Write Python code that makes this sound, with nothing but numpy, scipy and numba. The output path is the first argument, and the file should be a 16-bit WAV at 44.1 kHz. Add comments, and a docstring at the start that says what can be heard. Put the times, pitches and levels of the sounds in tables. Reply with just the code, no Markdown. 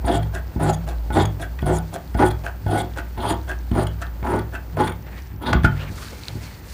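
"""Throughout, air murmurs, a lamp driver whines and ticks with the mains, a table hums and cloth rustles.
Large steel shears cut the cloth about twice a second: grains of noise, as of parting threads, excite
resonances of blades and table; knocks ring the table modes, tips clash and the blades scrape open.
At last the shears land hard, skid and leave the pivot ringing; they are drawn away as the rustle swells.
The sources are filtered noise, decaying modes and wavering sines; the shears also excite a short room tail."""
import sys
import numpy as np
from scipy import signal
from scipy.fft import rfft, irfft
from scipy.io import wavfile
from scipy.ndimage import uniform_filter1d
from numba import njit

SR = 44100
rng = np.random.default_rng(int(sys.argv[2]) if len(sys.argv) > 2 else 0)


def output_pcm(signal):
    """Save a mono or channel-first signal as 16-bit PCM at the path in sys.argv[1].

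    Samples are clipped to [-1, 1] before scaling.
    """
    pcm = np.clip(np.atleast_2d(signal).T, -1, 1) * 32767
    wavfile.write(sys.argv[1], SR, np.round(pcm).astype(np.int16))


N = 296793
T = np.arange(N) / SR

# spectrum of the air, relative: [f/Hz, level/dB]
AIR_SPECTRUM = [(18, -33), (30, 0.5), (73, 3), (389, -14.5), (492, -34.5), (874, -17), (1080, -26),
                (1640, -29.5), (3230, -36.5), (9190, -107), (11900, -51), (14000, -34), (15500, -37)]
AIR_DB = -38.5  # mean rms level
# steady tones of the lamp driver: [f/Hz, level/dB]
WHINE = [(12726, -76), (12828, -80), (14228, -66), (14298, -82), (14330, -61.5), (14400, -74), (14433, -78),
         (14530, -74), (14632, -77), (14992, -69), (15106, -69), (15202, -65), (15289, -82), (15477, -75)]
MAINS_HZ, FIRST_TICK_S, TICK_DB = 49.945, 0.00529, -40
# lowest tone of the table, throughout: [t/s, f/Hz, level/dB]
HUM = [(0.0, 59.9, -24), (0.45, 60, -28.5), (0.51, 60.5, -39), (0.62, 61, -28), (0.8, 59.1, -29),
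       (0.96, 58.5, -23), (1.42, 58.4, -31.5), (1.76, 61.1, -24), (1.97, 59.3, -47), (2.17, 59.3, -23.5),
       (2.74, 61, -35.5), (2.83, 59.6, -32), (3.71, 59.9, -27), (5.19, 60.4, -35.5), (5.45, 61.3, -36),
       (5.57, 62.9, -19), (5.62, 61.5, -28), (5.66, 61.7, -27), (5.77, 56.0, -30), (6.24, 54.4, -48),
       (6.35, 58.8, -37), (6.73, 58.6, -50)]
# swells of the two long modes above it: [peak t/s, second mode level/dB, third mode level/dB]
BOOM = [(0.2, -23.5, -28.5), (0.66, -24.5, -21.5), (1.201, -20, -26.5), (1.7, -26, -23), (2.25, -24.5, -31),
        (2.7, -23.5, -32), (3.3, -29.5, -45), (3.8, -24, -29.5), (4.36, -28, -36.5), (4.8, -28, -29),
        (5.34, -36.5, -43), (5.55, -29, -27), (5.67, -23, -23.5), (6.35, -35, -41.5)]
# those two modes: [f/Hz]
BOOM_HZ = 102.1, 154.9
SWELL_DB_PER_S, FADE_DB_PER_S, HALF_PLATEAU_S = 287, 81.5, 0.033
# cloth sliding: [t/s, fine hiss level/dB, swish level/dB, low rub level/dB, swish centre f/Hz]
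RUSTLE = [(0.0, -59, -55, -49.5, 1500), (1.5, -57, -59, -51, 1550), (2.9, -57, -55, -61, 1550),
          (4.9, -59, -57.5, -52, 1370), (5.0, -61, -64, -78, 1503), (5.07, -63, -48, -49, 1900),
          (5.19, -53.5, -46.5, -50.5, 1830), (5.4, -68, -65, -82, 1624), (5.6, -66, -47, -52, 2500),
          (5.74, -55, -47, -50, 1400), (5.829, -58, -34.5, -39.5, 2800), (5.86, -59, -43.5, -44, 2430),
          (5.918, -50, -49.5, -48, 1432), (5.99, -45.5, -42.5, -44.5, 1290), (6.026, -43, -38.5, -44, 1230),
          (6.07, -44, -43, -50, 1304), (6.11, -45, -46, -49, 1900), (6.135, -48, -45.5, -39.5, 2200),
          (6.2, -48.5, -48.5, -53, 2130), (6.28, -49, -45, -45.5, 2280), (6.4, -50.5, -53.5, -50, 1870),
          (6.44, -46, -44.5, -46.5, 2200), (6.62, -55.5, -54.5, -55, 1800), (6.7, -47, -48.5, -47.5, 1740)]
SETTLE_DB, SETTLE_S = -41, 0.088  # the cut cloth rubs the table around each shutting of the blades
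# closing strokes: [edges touch t/s, bite t/s, blades shut t/s, closing hiss level/dB,
# crunch through the table level/dB, rasp level/dB, first hiss level/dB, board f/Hz, mid-fall blade f/Hz]
SNIPS = [(0.051, 0.08, 0.18, -44, -16.5, -26.5, -47, 715, 8400),
         (0.599, 0.636, 0.71, -38.5, -14.5, -29.5, -47, 739, 7600),
         (1.126, 1.153, 1.237, -42, -14.5, -25, -47, 778, 7820),
         (1.659, 1.666, 1.778, -40.5, -16.5, -33, -49, 727, 7750),
         (2.173, 2.189, 2.289, -38, -14.5, -27.5, -50, 750, 8700),
         (2.68, 2.712, 2.82, -39, -18, -30, -49, 713, 9040),
         (3.176, 3.231, 3.328, -39.5, -17.5, -26.5, -52, 856, 9230),
         (3.732, 3.769, 3.838, -45, -14.5, -30.5, -48.5, 812, 9150),
         (4.249, 4.27, 4.38, -56, -15, -45, -49.5, 832, 9400),
         (4.768, 4.78, 4.88, -55, -17.5, -29.5, -47, 865, 9460),
         (5.418, 5.464, 5.517, -59, -17.5, -23, -50, 843, 9400)]
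# shape of every closing stroke: [stage (0 touch, 1 bite, 2 shut), closing hiss level/dB,
# crunch level/dB, rasp level/dB, first hiss level/dB], added to the levels of the stroke
CLOSING_SHAPE = [(0, -22, -13, -10, -5), (0.8, -20, -6.5, -13, 0), (1, -18, -1, -5, -1.5),
                 (1.3, -13, -1.5, -2, 1), (1.75, 0, -3.5, -0.5, -6), (2, -3, -13, -7, -20)]
BLADE_SAG = 0.21  # fall of the blade resonance over a stroke, as a share
# skids after landing: [t/s, length t/s, hiss level/dB, crunch level/dB, rasp level/dB]
SKIDS = [(5.545, 0.055, -74, -36, -28), (5.66, 0.047, -61, -30, -49)]
# shape of every skid: [share of length, hiss level/dB, crunch level/dB, rasp level/dB]
SKID_SHAPE = [(0, -11, 1, 3), (1, -18, -13, -33)]
# shears or hand landing on the table: [t/s, thud level/dB, board level/dB]
KNOCKS = [(0.043, -12, -23.5), (0.56, -8.5, -26), (1.102, -12.5, -17.5), (1.625, -7.5, -21),
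          (2.148, -8, -19.5), (2.662, -11, -19.5), (3.175, -17.5, -27), (3.714, -5, -28),
          (4.226, -14.5, -27), (4.768, -24, -14.5), (5.339, -22, -56), (5.529, -7, -13.5), (5.551, -3, -40),
          (5.643, 1.5, -12.5), (5.9, -16.5, -45), (6.131, -27, -36), (6.325, -31, -54), (6.354, -15.5, -40)]
PING_S, PING_DB = 5.6475, -9.5  # the hardest landing leaves the pivot ringing
# blade tips closing or landing: [t/s, burst level/dB, length t/s, brightest ring f/Hz, crack level/dB]
TIPS = [(0.224, -27.5, 0.013, 3180, -26), (0.725, -23, 0.029, 6640, -29.5),
        (1.2514, -16.5, 0.0084, 6600, -21), (1.587, -44, 0.01, 2952, -21), (1.6175, -29, 0.0085, 2980, -35),
        (1.7815, -22, 0.0091, 9520, -46), (2.141, -32, 0.01, 4960, -28), (2.301, -19, 0.02, 3350, -21.5),
        (2.659, -30, 0.0096, 3430, -37), (3.336, -25, 0.013, 3390, -34), (3.711, -27, 0.01, 2895, -24.5),
        (3.866, -15, 0.0086, 2930, -23), (4.224, -45, 0.01, 3340, -27.5), (4.386, -21, 0.013, 3390, -22.5),
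        (4.868, -18.5, 0.019, 3150, -14), (4.891, -26.5, 0.014, 8820, -22), (4.918, -31, 0.0093, 9400, -24),
        (5.5277, -20, 0.01, 3200, 0.5), (5.632, -23, 0.0082, 3360, -17), (5.6397, -20, 0.014, 3117, -10),
        (6.283, -22, 0.0042, 4170, -26)]
# opening strokes: [t/s, length t/s, edge hiss level/dB, pivot scrape level/dB, board level/dB]
OPENINGS = [(0.335, 0.062, -33.5, -28.5, -22), (0.875, 0.06, -34.5, -35, -19.5),
            (1.405, 0.048, -30, -28.5, -19.5), (1.93, 0.042, -30, -40.5, -18),
            (2.445, 0.042, -36, -27, -19), (2.97, 0.037, -34, -24.5, -17.5),
            (3.48, 0.054, -33.5, -26.5, -20), (4.01, 0.038, -37.5, -23, -26),
            (4.53, 0.054, -43, -27.5, -27.5)]
# shape of every opening: [share of length, edge hiss level/dB, pivot level/dB, board level/dB]
OPENING_SHAPE = [(0, -22, -18, -0.5), (0.2, 3, -12, -2), (0.45, -4.5, -1, -3), (1, -25, -15.5, -9.5)]
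# ticks of creasing cloth and touching steel: [t/s, peak level/dB, ring f/Hz]
CREASES = [(0.4793, -38, 4950), (0.9847, -38, 4060), (2.077, -36, 4270), (2.569, -50, 4140),
           (2.937, -33, 3525), (3.4144, -36, 4100), (3.4322, -39, 6210), (3.589, -35, 5920),
           (4.0679, -32, 3730), (5.0255, -39, 5870), (5.1814, -34, 3900), (5.222, -34.5, 5800),
           (5.273, -38, 5900), (5.363, -43, 5550), (6.0848, -28, 4050), (6.2358, -23, 4090),
           (6.255, -27, 4430), (6.2834, -12, 4130), (6.43, -38, 5150)]
CREASE_S = 0.00063  # time constant of decay
# modes of the table body: [f/Hz, 60 dB decay t/s, relative level/dB]
TABLE = [(71.4, 0.82, -14), (104, 0.049, 3.5), (139, 0.062, -10.5), (189.8, 0.22, -7.5), (238.2, 0.19, -7),
         (312.2, 0.089, -2.5), (367, 0.1, -3.5), (415, 0.05, -5), (527, 0.045, -14)]
# modes of the table top: [f/Hz, 60 dB decay t/s, relative level/dB]
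TABLE_TOP = [(698, 0.02, 7.5), (864, 0.049, 6), (1330, 0.035, -10.5), (1473, 0.094, -4), (1677, 0.0067, -9),
             (2150, 0.17, -16)]
# modes of the steel blades: [f/Hz, 60 dB decay t/s, relative level/dB]
BLADES = [(2250, 0.0065, 10), (2740, 0.006, 4), (3326, 0.022, 10.5), (3658, 0.012, 12), (4250, 0.011, 1.5),
          (4840, 0.027, 3), (5770, 0.023, -36), (6860, 0.081, -2.5), (7750, 0.0069, -1), (8910, 0.015, 6),
          (9740, 0.0025, 9), (11000, 0.024, 0.5), (11500, 0.01, -16), (13600, 0.011, -1)]
# modes of the pivot: [f/Hz, 60 dB decay t/s, relative level/dB]
PIVOT = [(1434, 0.069, -2), (1608, 0.019, 3), (1983, 0.031, -5.5), (2640, 0.016, -12.5)]
ROOM_T60_S, ROOM_DB = 0.25, -12
TOP_HZ = 15550  # upper limit of the microphone


def undb(db):
    """Amplitude gain of a level in dB."""
    return 10 ** (np.asarray(db) / 20)


def unit(x):
    """Normalization to rms 1."""
    return x / np.sqrt(np.mean(x ** 2))


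def walk(rate):
    """Random levels held 1 / rate s, then slewed by two running means; spread near 1."""
    k = int(SR / rate)
    held = np.repeat(rng.standard_normal(N // k + 1), k)
    return 1.51 * uniform_filter1d(uniform_filter1d(held, k), k)[:N]


def tone(hz, waver, rate):
    """Frequency modulation: a sine of rms 1 whose phase sums a wavering frequency."""
    cycles = np.cumsum(hz * (1 + waver * walk(rate))) / SR
    return np.sqrt(2) * np.sin(2 * np.pi * (cycles + rng.random()))


def grains(rate, spread_db, flicker_db):
    """Shot noise: dense clicks of uneven size, in gusts, as of threads parting or steel catching."""
    on = rng.random(N) < rate / SR
    sizes = rng.standard_normal(N) * undb(spread_db * rng.exponential(size=N))
    return unit(on * sizes * undb(flicker_db * walk(90)))


@njit
def svf(x, hz, q):
    """State-variable resonance: a band-pass whose centre may move every sample."""
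    y, b, l = np.empty(len(x)), 0., 0.
    for i in range(len(x)):
        g = np.tan(np.pi * hz[i] / SR)
        v = (b + g * (x[i] - l)) / (1 + g * (g + 1 / q))
        b, l, y[i] = 2 * v - b, l + 2 * g * v, v / q
    return y


def band(x, hz, q):
    """Resonance selecting a band about a fixed or moving centre."""
    return svf(x, np.clip(hz, 20, .45 * SR) * np.ones(len(x)), 1. * q)


def ring(x, modes, patchy_db, rate):
    """Modal resonance: driven modes decay; the moving point of contact feeds each unevenly."""
    out = 0
    for k, (hz, t60, db) in enumerate(modes):
        r = np.exp(-np.log(1000) / (max(t60, .002) * SR))
        pole = r * np.exp(2j * np.pi * hz / SR)
        fed = x * undb(db + patchy_db * walk(rate))
        mode = np.sqrt(1 - r * r) * signal.lfilter([1], [1, -pole], fed).imag
        out = out + (-1) ** k * mode
    return out / np.sqrt(np.sum(undb(np.array(modes)[:, 2]) ** 2) / 2)


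def stroke(stages, levels_db, shape, rise, fall):
    """Envelope: one dB shape stretched over the stage times of each stroke, ramped outside both ends."""
    out = np.zeros(N)
    for s, db in zip(stages, levels_db):
        stage = np.interp(T, s, np.arange(len(s)))
        ramp = np.clip(np.minimum((T - s[0]) / rise + 1, (s[-1] - T) / fall + 1), 0, 1)
        out += ramp ** 2 * undb(db + np.interp(stage, *shape))
    return out


def cut(column, rise, fall):
    """Envelope of one layer of the closing strokes."""
    rows = np.array(SNIPS)
    shape = np.transpose(CLOSING_SHAPE)[[0, column]]
    return stroke(rows[:, :3], rows[:, column + 2], shape, rise, fall)


def slide(rows, shape, column, rise, fall):
    """Envelope of one layer of sliding contacts, each given by its start and length."""
    rows, shape = np.transpose(rows), np.transpose(shape)
    stages = np.transpose([rows[0], rows[0] + rows[1]])
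    return stroke(stages, rows[column + 1], shape[[0, column]], rise, fall)


def air():
    """Spectral shaping: stationary noise is weighted by frequency, and its level wavers a little."""
    hz = np.maximum(np.arange(N // 2 + 1) * SR / N, 1)
    f, db = np.transpose(AIR_SPECTRUM)
    shape = undb(np.interp(np.log(hz), np.log(f), db))
    murmur = unit(irfft(rfft(rng.standard_normal(N)) * shape, N))
    return murmur * undb(AIR_DB + 0.18 * walk(5.82))


def lamp():
    """Mains excitation: high tones, with an impulse of alternate sign at each half-cycle."""
    out = sum(undb(db) * tone(hz, waver=0.00035, rate=15) for hz, db in WHINE)
    times = np.arange(FIRST_TICK_S, N / SR - .01, 1 / (2 * MAINS_HZ))
    at = (times * SR).astype(int)
    out[at] += undb(TICK_DB + 2.5 * rng.standard_normal(len(at))) * (-1.) ** np.arange(len(at))
    return out


def boom():
    """Low modes: the lowest tone of the table hums on while two above swell and fade exponentially."""
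    s, hz, db = np.transpose(HUM)
    out = undb(np.interp(T, s, db)) * tone(np.interp(T, s, hz), waver=0.0358, rate=20)
    peak, *dbs = np.transpose(BOOM)[:, :, None]
    before = np.maximum(peak - HALF_PLATEAU_S - T, 0)
    after = np.maximum(T - peak - HALF_PLATEAU_S, 0)
    swell_db = -SWELL_DB_PER_S * before - FADE_DB_PER_S * after
    for f, db in zip(BOOM_HZ, dbs):
        gain = undb((db + swell_db).max(axis=0))  # the strongest swell prevails
        out = out + gain * tone(f * np.ones(N), waver=0.039, rate=20)
    return out


def rustle():
    """Friction noise: cloth slides over cloth in a fine patchy hiss, a swish and a duller rub."""
    s, *dbs, swish_hz = np.transpose(RUSTLE)
    fine, airy, mid, low = (grains(rate=rate, spread_db=1.5, flicker_db=1.54)
                            for rate in (12300, 14400, 8170, 4135))
    hiss = band(band(fine, 4200, q=0.74), 4200, q=0.74)
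    hiss = hiss + 1.1 * band(fine, 4420, q=8.7) + 0.7 * band(airy, 7100, q=0.86)
    swish = band(band(mid, 1400, q=1.0), 1740, q=0.94)
    swish = swish + 1.1 * band(mid, np.interp(T, s, swish_hz), q=7.8)
    rub = band(band(low, 410, q=0.65), 410, q=0.65)
    settle = sum(np.exp(-np.abs(T - row[2]) / SETTLE_S) for row in SNIPS)
    out = unit(rub) * undb(SETTLE_DB) * settle
    for layer, db in zip((hiss, swish, rub), dbs):
        out = out + unit(layer) * undb(np.interp(T, s, db))
    return out


def snips():
    """Forced vibration: parting threads, and later skids, shake the blades and through them the table."""
    touch, _, shut, *_, board_hz, blade_hz = np.transpose(SNIPS)
    ends = np.transpose([touch, shut]).ravel()
    board_hz = np.interp(T, ends, np.repeat(board_hz, 2))
    sagging = np.outer(blade_hz, [1 + BLADE_SAG / 2, 1 - BLADE_SAG / 2]).ravel()
    blade_hz = np.interp(T, ends, sagging)

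    def scraped(column):
        gain = cut(column, 0.0053, 0.0045) + slide(SKIDS, SKID_SHAPE, column, 0.005, 0.01)
        return grains(rate=9000, spread_db=2.0, flicker_db=3.0) * gain

    edge, rasp = scraped(1), scraped(3)
    first_hiss = cut(column=4, rise=0.0035, fall=0.004)
    edge = edge + grains(rate=7000, spread_db=2.0, flicker_db=4.0) * first_hiss
    # the free length of blade changes as it closes, so two resonances move and waver
    moving = 4.25 * band(band(edge, blade_hz * (1 + 0.034 * walk(40)), q=5.3), blade_hz, q=2.0)
    moving = moving + 1.4 * band(edge, 0.788 * blade_hz * (1 + 0.051 * walk(23)), q=21.0)
    steel = moving + 0.8 * ring(edge, BLADES[6:], patchy_db=3.5, rate=55)
    steel = steel + 0.38 * ring(rasp, BLADES[:6], patchy_db=2.0, rate=25)
    steel = steel + 0.85 * band(band(rasp, 2720, q=1.3), 2740, q=1.1)

    gain = cut(column=2, rise=0.024, fall=0.061)
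    gain = gain + slide(SKIDS, SKID_SHAPE, column=2, rise=0.0077, fall=0.027)
    push = grains(rate=4000, spread_db=1.0, flicker_db=3.0) * gain
    board = 6.23 * band(band(push, board_hz, q=7.36), board_hz, q=1.0) + 1.0 * band(push, 613, q=3.7)
    board = board + 0.72 * ring(push, TABLE[3:], patchy_db=0.05, rate=17)
    return steel + board + 0.47 * ring(push, TABLE_TOP, patchy_db=1.5, rate=27)


def knocks():
    """Impact: a soft push excites the low table modes, a short chatter the board, each at another spot."""
    out, t = np.zeros(N + SR), np.arange(SR // 2) / SR
    spots = rng.standard_normal((len(KNOCKS), 2, len(TABLE)))
    chatter = rng.standard_normal((len(KNOCKS), SR // 125)) * np.hanning(SR // 125)  # 8 ms
    soft = np.hanning(int(0.0037 * SR))
    for (s, *dbs), spot, rough in zip(KNOCKS, spots, chatter):
        for modes, db, push, chance in zip((TABLE, TABLE_TOP), dbs, (soft, rough), spot):
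            blow = 0
            for (hz, t60, g), c in zip(modes, chance):
                blow = blow + undb(g + 1.9 * c) * np.sin(2 * np.pi * hz * t) * 1000. ** (-t / t60)
            blow = signal.fftconvolve(blow, push)[:len(t)]
            out[int(s * SR):][:len(t)] += undb(db) * blow / np.abs(blow).max()
    hz, t60, _ = PIVOT[0]
    blur = unit(band(rng.standard_normal(len(t)), hz, q=8.6))
    ping = np.sin(2 * np.pi * hz * t) + 0.53 * blur
    envelope = (1 - np.exp(-t / 0.00047)) * 1000. ** (-t / t60)
    out[int(PING_S * SR):][:len(t)] += undb(PING_DB) * envelope * ping
    return out[:N]


def tips():
    """Impact of steel on steel: a burst excites the blades, one ring standing out, over a duller crack."""
    rub, bright, crack = np.zeros(N), np.zeros(N), np.zeros(N)
    for s, db, length, hz, crack_db in TIPS:
        i, n = int(s * SR), max(int(length * SR), 20)
        burst = np.sqrt(np.hanning(n)) * rng.standard_normal(2000)[:n]
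        rub[i:i + n] += undb(db) * burst
        crack[i:i + n] += undb(crack_db) * burst
        bright[i:i + 4 * n] += undb(db) * band(np.pad(burst, (0, 3 * n)), hz, q=23.0)
    blades = 0.13 * ring(rub, BLADES[2:], patchy_db=3.0, rate=6.7)
    return blades + 1.3 * bright + 0.93 * band(band(crack, 1550, q=1.0), 1550, q=1.0)


def openings():
    """Sliding friction: the parting blades scrape, exciting the steel, the pivot and the board."""
    rub = grains(rate=9000, spread_db=3.5, flicker_db=1.0)
    edge, pivot, board = (rub * slide(OPENINGS, OPENING_SHAPE, column=c, rise=0.018, fall=0.017)
                          for c in range(1, 4))
    steel = 0.2 * ring(edge, BLADES[2:], patchy_db=5.0, rate=40) + 0.44 * band(edge, 5900, q=1.4)
    joint = 0.62 * ring(pivot, PIVOT[1:], patchy_db=3.5, rate=40) + 1.5 * band(pivot, 1400, q=2.5)
    wood = 2.43 * band(board, 684, q=5.3) + 0.18 * ring(board, TABLE[5:], patchy_db=0.5, rate=13.0)
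    return steel + joint + wood


def creases():
    """Damped oscillation: each tick of cloth or steel is a few cycles of a decaying sine."""
    out, t = np.zeros(N), np.arange(SR // 50) / SR
    for s, db, hz in CREASES:
        tick = np.sin(2 * np.pi * hz * t) * np.exp(-t / CREASE_S)
        out[int(s * SR):][:len(t)] += undb(db) * tick
    return out


def room(x):
    """Reverberation: convolution with a short dull tail of exponentially decaying noise."""
    t = np.arange(SR // 2) / SR
    dull = band(band(rng.standard_normal(len(t)), 1110, q=0.26), 757, q=0.29)
    tail = dull * 1000. ** (-t / ROOM_T60_S) * (t > .004)
    return undb(ROOM_DB) * signal.fftconvolve(x, tail / np.sqrt(np.sum(tail ** 2)))[:N]


def scene():
    """Superposition of air, lamp, table tones, cloth and the shears with their reflections."""
    shears = snips() + knocks() + tips() + openings()
    return (air() + lamp() + boom() + rustle() + shears + creases() + room(shears))[None]


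def record(dry):
    """Band limiting and saturation: the microphone drops deep bass, rounds loud peaks and cuts the top."""
    dry = signal.sosfilt(signal.butter(6, 44, "high", fs=SR, output="sos"), dry)
    dry = np.tanh(.8 * dry) / .8
    return signal.sosfilt(signal.ellip(10, .2, 60, TOP_HZ, fs=SR, output="sos"), dry)


dry = scene()
out = record(dry)
output_pcm(out)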